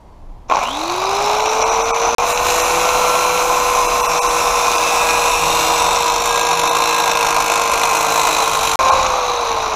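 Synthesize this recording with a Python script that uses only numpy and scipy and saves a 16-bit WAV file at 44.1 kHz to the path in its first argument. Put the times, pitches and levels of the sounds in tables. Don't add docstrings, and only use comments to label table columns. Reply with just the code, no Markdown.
import sys
import numpy as np
from scipy import signal
from scipy.fft import irfft
from scipy.io import wavfile
from scipy.ndimage import uniform_filter1d, map_coordinates

SR = 44100
rng = np.random.default_rng(int(sys.argv[2]) if len(sys.argv) > 2 else 0)


def magnitude_from_level(level_db):
    exponent = np.asarray(level_db, float) / 20
    return 10 ** exponent


def store_pcm(level_fs):
    pcm = np.round(np.clip(level_fs, -1, 1) * 32767).astype(np.int16)
    wavfile.write(sys.argv[1], SR, np.atleast_2d(pcm).T)


N = 429975
T = np.arange(N) / SR
GEAR = 12 / 35
ON_S, OFF_S = .495, 8.99
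FREE_HZ, IDLE_HZ = 529, 525

# start_s, hiss_db (pressure on the grit), depth_db (hand chatter)
PRESSURE = [(.49, -46, -12), (1.4, -39.5, -14), (2.14, -41, 12), (2.24, -38, 0), (2.3, -26.5, -1),
            (2.37, -36, 1), (2.5, -28, 2.5), (2.8, -28, 0.5), (4.0, -31.5, 1.5), (4.64, -30.5, 1.5),
            (5.6, -27.5, 1.5), (6.2, -33, 5), (7.5, -31.5, 6), (8.33, -29.5, 4), (8.77, -30, 4),
            (8.8, -36.5, 6), (9.2, -42.5, 14), (9.75, -47, 11)]
# pitch_hz, level_db
HOUSING = [(150, -24.5), (420, -12), (700, -1), (1040, 0.5), (1350, -6), (1800, -19.5), (2450, -6),
           (3150, -19), (3950, -13), (4700, -22.5), (6000, -12), (7200, -15), (8300, -25.5), (15000, -28)]
# start_s, speed_hz
LOADED_SPEED = [(2.166, 481), (2.53, 491.1), (2.85, 494.9), (3.35, 495), (4.15, 485.2), (4.8, 480.5),
                (6.1, 473.3), (6.9, 473.2), (7.4, 468.7), (8.05, 458.8), (8.77, 453)]
# start_s, end_s
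SCENE_CHANGES = [
    (2.1490, 2.1823),
    (8.7572, 8.7905),
]

TOUCHING = (T > SCENE_CHANGES[0][0]) * (T < SCENE_CHANGES[1][1])


def evened(x):
    return x / np.sqrt(np.mean(x ** 2) + 1e-20)


def curves(rows):
    s, *columns = np.transpose(rows)
    return [np.interp(T, s, c) for c in columns]


def wander(hz):
    knots = rng.standard_normal(3000)
    return map_coordinates(knots, [T * 2 * hz], order=2)


def colour(x, points):
    f, db = np.transpose(points)
    hz = np.abs(np.fft.fftfreq(4096, 1 / SR))
    log_gain = np.log(magnitude_from_level(np.interp(np.log(hz + 1), np.log(f), db)))
    taps = np.fft.ifft(np.exp(log_gain - 1j * signal.hilbert(log_gain).imag)).real[:2048]
    return signal.oaconvolve(x, taps)[:len(x)]


def housed(x, points, lo_hz, hi_hz):
    y = colour(colour(x, points), HOUSING)
    band = signal.butter(4, [lo_hz, hi_hz], "band", fs=SR, output="sos")
    return y / np.std(signal.sosfilt(band, y))


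def ringing(hz, width_hz):
    return evened(signal.lfilter(*signal.iirpeak(hz, hz / width_hz, SR), rng.standard_normal(N)))


def locked(rows, turns, waver_db):
    out = np.zeros(N)
    for multiple, start_s, end_s, db in rows:
        part = slice(max(round(start_s * SR), 0), round(end_s * SR))
        t = T[part]
        knots = rng.standard_normal((2, 200))
        waver, slip = (np.interp(t * 9.0, np.arange(200), v) for v in knots)
        fade = np.clip(np.minimum(t - start_s, end_s - t) / 0.16, 0, 1)
        phase = 2 * np.pi * round(multiple) * turns[part] + .5 * slip
        out[part] += magnitude_from_level(db + waver_db * waver) * fade * np.sin(phase)
    return out


def yard():
    # pitch_hz, level_db (per Hz)
    far_wash = [(110, -6.5), (160, -12), (480, -18.5), (970, -14.5), (1400, -32), (2300, -37),
                (5800, -43.5), (9000, -49), (15000, -56)]
    # pitch_hz, start_s, end_s, level_db
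    chirps = [
        (4500, -.1, .25, -71),
        (5750, -.1, .15, -74),
        (2100, -.1, .3, -69),
        (3250, .3, .55, -67),
    ]
    # centre_s, half_length_s, rumble_db, buffet_db
    gusts = [
        (.3, 0.2, -37, -56),
        (1.9, 0.38, -40, -42),
        (2.7, 0.49, -38, -40.5),
        (3.7, 0.29, -40, -55),
        (4.4, 0.48, -38, -55),
        (5.5, 0.57, -39.5, -40.5),
        (6.8, 0.66, -46, -50),
        (8.815, 0.31, -40, -34),
        (9.7, .3, -52, -38),
    ]
    wash = magnitude_from_level(-43) * evened(colour(rng.standard_normal(N), far_wash)) + locked(chirps, T, 1.6)
    rumble = colour(rng.standard_normal(N), [(12, -24), (33, 2.5), (55, -7.5), (130, -40), (300, -59), (2000, -90)])
    buffets = colour(rng.standard_normal(N), [(40, -13), (75, 2.5), (130, -12.5), (300, -26), (2000, -86)])
    low, high = magnitude_from_level(-44.5), magnitude_from_level(-59)
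    for s, half, rumble_db, buffet_db in gusts:
        swell = np.exp(-((T - s) / half) ** 2)
        low = low + magnitude_from_level(rumble_db) * swell
        high = high + magnitude_from_level(buffet_db) * swell
    return wash + magnitude_from_level(2 * wander(2.2)) * (low * evened(rumble) + high * evened(buffets))


def knocks():
    # start_s, peak_db
    lash_blows = [(0.499, 4.5), (0.511, 0), (0.514, 1), (0.522, 5), (0.537, -2), (0.547, -1), (0.553, 1),
                  (0.569, 1.5), (0.578, -4), (0.589, -2), (0.603, -18), (0.613, -12), (0.62, -18),
                  (0.629, -8), (0.637, -6), (0.65, -30), (0.659, -7), (0.673, -17), (0.685, -8)]
    case_hz, case_width_hz, case_db = 1063, 51, 4
    drive = np.zeros(N)
    for s, db in lash_blows:
        at = round(s * SR)
        drive[at:at + 600] += magnitude_from_level(db) * np.exp(-T[:600] / 0.0026) * rng.standard_normal(600)
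        drive[at:at + 8] -= magnitude_from_level(db)
    case = signal.lfilter(*signal.iirpeak(case_hz, case_hz / case_width_hz, SR), drive)
    drive = drive + magnitude_from_level(case_db) * case
    return magnitude_from_level(3.5) * colour(colour(drive, [(300, 3), (2500, -1), (9000, -15)]), HOUSING)


def rings(bounce):
    # pitch_hz, width_hz, start_s, end_s, level_db, depth_db (of the bounce)
    passing = [
        (3640, 65, 4.2, 8, -37, 6),
        (3687, 145, 5.13, 7.4, -34, 7.5),
        (5580, 20, 3.9, 7.5, -32, 1),
        (1090, 34, 8.65, 9.2, -16, -8),
        (1164, 52, 8.8, 9.5, -20.5, 1),
        (1060, 88, 9.0, 10.2, -24.5, 0),
        (3910, 280, 0.54, 1.77, -31.5, -7),
        (3930, 200, 7.9, 9.9, -29.5, 5),
    ]
    out = np.zeros(N)
    for hz, width_hz, start_s, end_s, db, depth_db in passing:
        fade = np.clip(np.minimum(T - start_s, end_s - T) / 0.35, 0, 1)
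        out += magnitude_from_level(db + depth_db * bounce) * fade * ringing(hz, width_hz)
    return out


def blade():
    # pitch_hz, width_hz, level_db
    rubbed = [
        (1046, 16, -19),
        (999, 41, -25),
        (2670, 58, -33.5),
        (4070, 46, -39),
    ]
    peak_s, rise_db_per_s, fade_db_per_s, most_fade_db = 3.9, 6, 4, 5
    out = np.zeros(N)
    for hz, width_hz, db in rubbed:
        out += magnitude_from_level(db) * ringing(hz, width_hz)
    fade_db = np.minimum(fade_db_per_s * (T - peak_s), most_fade_db)
    loss_db = np.where(T < peak_s, rise_db_per_s * (peak_s - T), fade_db)
    return out * magnitude_from_level(0.5 - loss_db) * TOUCHING


def rim(turns):
    orders = rng.standard_normal((40, 129, 3))
    spectra = magnitude_from_level(2.5 * orders[..., 2]) * (orders[..., 0] + 1j * orders[..., 1])
    shapes = irfft(spectra * (np.arange(129) > 6), 1024)
    shapes = np.concatenate([shapes, shapes[:, :1]], axis=1)
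    return evened(map_coordinates(shapes, [T * 1.6, GEAR * turns % 1 * 1024], order=1))


def blend(share, repeating, random):
    share = np.clip(share, 0, 1) * (T > 2.25) * (T < 8.77)
    return np.sqrt(share) * repeating + np.sqrt(1 - share) * random


def grind(turns, bounce):
    # pitch_hz, level_db
    grit = [(300, -21), (1500, -5), (3000, -5), (6000, -5), (8500, 2), (10000, 3.5), (12000, 0.5),
            (15000, -0.5)]
    hiss_db, depth_db = curves(PRESSURE)
    bump = 1 + 0.5 * np.cos(2 * np.pi * GEAR * turns)
    scratch = blend(0.57, rim(turns), bump * rng.standard_normal(N))
    return magnitude_from_level(hiss_db) * housed(scratch * magnitude_from_level(depth_db * bounce), grit, 7770, 12830)


def high_orders():
    multiples = range(43, 89)
    start, length, size = rng.random((len(multiples), 3)).T
    start = 2.3 + 2.4 * start ** 2
    db = -49 - 0.19 * np.arange(len(size)) + 9.5 * (2 * size - 1)
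    return list(zip(multiples, start, start + 1.3 + 1.5 * length, db))


def tones(turns, db, bite):
    # multiple, start_s, end_s, level_db
    motor_orders = [
        (2, 1, 1.77, -20),
        (3, 0.89, 1.24, -23),
        (2, 8.65, 9.12, -16.5),
        (3, 6.9, 9.1, -30),
        (3, 1.6, 3.9, -33),
        (13, 1.8, 3.5, -39),
    ]
    # multiple, start_s, end_s, level_db
    wheel_orders = [(1, 2.15, 9.2, -42), (2, 2.35, 8.9, -38), (6, 2.9, 4.3, -22), (6, 4.7, 8.1, -21.5),
                    (10, 4.75, 8.3, -31), (15, 3.91, 5.53, -30), (16, 4.68, 8.6, -29),
                    (20, 4.68, 7.01, -40), (22, 4.0, 6.42, -35), (23, 4.66, 7.03, -32),
                    (24, 2.61, 4.22, -34), (25, 4.87, 7.16, -33), (26, 4.49, 8.8, -36),
                    (30, 3.48, 5.29, -39), (31, 3.72, 6.22, -37), (35, 2.23, 4.6, -36), (1, .75, 1.45, -42),
                    (38, 2.32, 6.0, -34), (40, 3.34, 5.46, -35)]
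    wheel_turns = GEAR * turns
    imbalance = magnitude_from_level(db) * np.sqrt(2) * np.sin(2 * np.pi * turns)
    singing = locked(wheel_orders[:2], wheel_turns, 4.5)
    singing = singing + locked([*wheel_orders[2:], *high_orders()], wheel_turns, 3.4)
    return imbalance + locked(motor_orders, turns, 2.1) + bite * singing


def speed():
    half_speed_s, coast_hz_per_s = .213, 122
    run = np.maximum(T - ON_S, 0)
    rising = FREE_HZ * run / (run + half_speed_s)
    coasting = IDLE_HZ - coast_hz_per_s * np.maximum(T - OFF_S, 0)
    spans = [T < LOADED_SPEED[0][0], T < LOADED_SPEED[-1][0]]
    return np.select(spans, [rising, curves(LOADED_SPEED)[0]], coasting)


def shaft():
    hz = speed()
    slow_db = 13 * (FREE_HZ / (hz + 1) - 1) ** 1.54
    loaded_db = 0.18 * (495 - hz)
    coast_db = 0.08 * (IDLE_HZ - hz) + 0.5
    sag_db = np.where(T < LOADED_SPEED[-1][0], loaded_db, coast_db)
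    loss_db = np.where(T < LOADED_SPEED[0][0], slow_db, sag_db)
    return np.cumsum(hz) / SR, -22 - loss_db + 0.87 * wander(13.0)


def motor(turns):
    # start_s, level_db
    loudness = [(.49, -12), (.68, -24), (.97, -19), (1.5, -16), (2.14, -16), (2.3, -17.5), (2.85, -15.5),
                (3.7, -18.5), (4.4, -18), (5.9, -17), (6.25, -19), (7.0, -18), (8.0, -16.5), (8.75, -19),
                (8.8, -14.5), (9.1, -16.5), (9.3, -20.5), (9.75, -19)]
    # pitch_hz, level_db
    roar_colour = [(150, -0.5), (1000, -1), (2000, -6), (6000, -7.5), (15000, -63.5)]
    # pitch_hz, level_db
    rattle_colour = [(300, -17.5), (1200, -9), (2500, -3.5), (6000, -1.5), (9000, -17), (15000, -34)]
    teeth, vanes, mains_hz = 12, 13, 120
    surge_db, surge_s, lash_s = 7, 0.036, .23

    level_db = curves(loudness)[0]
    roar_db = level_db + surge_db * np.exp(-abs(T - ON_S) / surge_s) * (T > ON_S)
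    rattle_db = level_db - 8.5 + 2.5 * TOUCHING
    mesh_db = -33.5 - 9 * (T > SCENE_CHANGES[0][0]) + np.maximum(T - OFF_S, 0)

    throb = 1 + 0.14 * np.cos(2 * np.pi * mains_hz * T) * (T < 9.0)
    roar = housed(rng.standard_normal(N) * throb * magnitude_from_level(1.2 * wander(40.0)), roar_colour, 350, 3100)

    hits = magnitude_from_level(4.0 * np.minimum(rng.exponential(1, N), 5)) * (rng.random(N) < 900 * throb / SR)
    clatter = signal.oaconvolve(evened(hits), np.exp(-T[:400] / 0.00021))[:N]
    rattle = (0.69 + evened(clatter)) * rng.standard_normal(N)

    slow = evened(signal.lfilter([1], np.poly([.978, .978]), rattle))
    early = np.exp(-(np.maximum(T - ON_S, 0) / lash_s) ** 4)
    tooth_whine = (0.34 + early) * np.cos(2 * np.pi * teeth * turns)
    blade_whine = (1 - early) * np.cos(2 * np.pi * vanes * turns)
    mesh = housed(slow * (tooth_whine + blade_whine),
                  [(2600, -12), (3100, 3), (4000, -9), (4600, -4), (5300, -6), (9000, 1.5)], 1800, 5700)

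    rattle = blend(0.057, rim(turns), evened(rattle))
    rattle = housed(rattle, rattle_colour, 1960, 6000)
    return magnitude_from_level(roar_db) * roar + magnitude_from_level(rattle_db - 3.5) * rattle + magnitude_from_level(mesh_db) * mesh


def scene():
    turns, shaft_db = shaft()
    beat = 2 * np.pi * np.cumsum(52 + 3.0 * wander(3.0)) / SR
    bounce = np.sin(beat) + 0.56 * np.sin(2 * beat) + 0.32 * wander(25.0)
    grinding = (T > SCENE_CHANGES[0][1]) & (T < SCENE_CHANGES[1][0])
    bounce *= np.where(grinding, 1, .3)
    bite = magnitude_from_level(0.27 * curves(PRESSURE)[1] * bounce)
    engaged = np.clip((T - .48) / 0.15, 0, 1)
    tool = bite * (engaged * motor(turns) + blade()) + engaged * grind(turns, bounce)
    return (tool + tones(turns, shaft_db, bite) + knocks() + rings(bounce) + yard())[None]


def camera(x):
    # centre_s, reach_db (under the loudest band that still survives)
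    lean = [(.151, 36), (1.062, 23), (1.445, 23), (1.492, 23), (1.643, 23), (1.707, 23), (1.834, 24),
            (1.927, 15), (2.345, 21), (2.624, 21), (3.878, 21), (4.029, 21), (4.075, 21), (4.209, 13),
            (4.284, 21), (4.778, 21), (6.699, 21), (8.916, 24), (9.085, 25), (9.213, 25), (9.387, 24)]
    # pitch_hz, weight (each 1 takes 8 dB off the margin that spares a band)
    empty = [(4300, 0), (4700, .06), (5100, 0), (7600, .03), (8200, .5), (8700, .12), (9450, .7),
             (9900, .12), (10900, .45), (11600, .2), (12400, .45), (13600, .35), (14600, .55), (15000, .4)]
    hz, t, z = signal.stft(x[0], SR, nperseg=1024, noverlap=768)
    treble = hz[:, None] > 7400
    band = np.arange(len(hz)) // 4
    chance = rng.standard_normal((band[-1] + 1, len(t)))
    chance = evened(uniform_filter1d(chance, size=45, axis=1)[band])

    power = abs(z) ** 2
    fine = uniform_filter1d(uniform_filter1d(power, size=4, axis=0), size=5, axis=1) + 1e-20
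    under_db = 10 * np.log10(fine / uniform_filter1d(fine, size=31, axis=0))
    spared_db = 10.5 - 8 * np.interp(hz, *np.transpose(empty))[:, None] + 1.8 * chance - 5 * treble
    keep = np.clip(under_db + spared_db + (hz[:, None] < 4200) * 99, 0, 1)
    keep *= magnitude_from_level(1.8 * chance * treble)

    level_db = 10 * np.log10(uniform_filter1d(power, size=3, axis=0) + 1e-20)
    reach_db = np.full(len(t), 200.)
    for s, db in lean:
        reach_db[abs(t - s) < .012] = db + 2
    keep *= np.clip((level_db - level_db[5:].max(0) + 18.0 * treble + reach_db) / 6, .05, 1)
    keep *= np.clip((15100 - hz[:, None]) / 200, 0, 1)
    return signal.istft(z * keep, SR, nperseg=1024, noverlap=768)[1][None, :N]


def top_cut(x):
    return signal.sosfilt(signal.butter(12, 16370, fs=SR, output="sos"), x)


def record(dry):
    kept = camera(np.tanh(dry / 1.385) * 1.208)
    for start_s, end_s in SCENE_CHANGES:
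        kept = kept * ((T < start_s) | (T > end_s))
    return top_cut(kept)


dry = scene()
out = record(dry)
store_pcm(out)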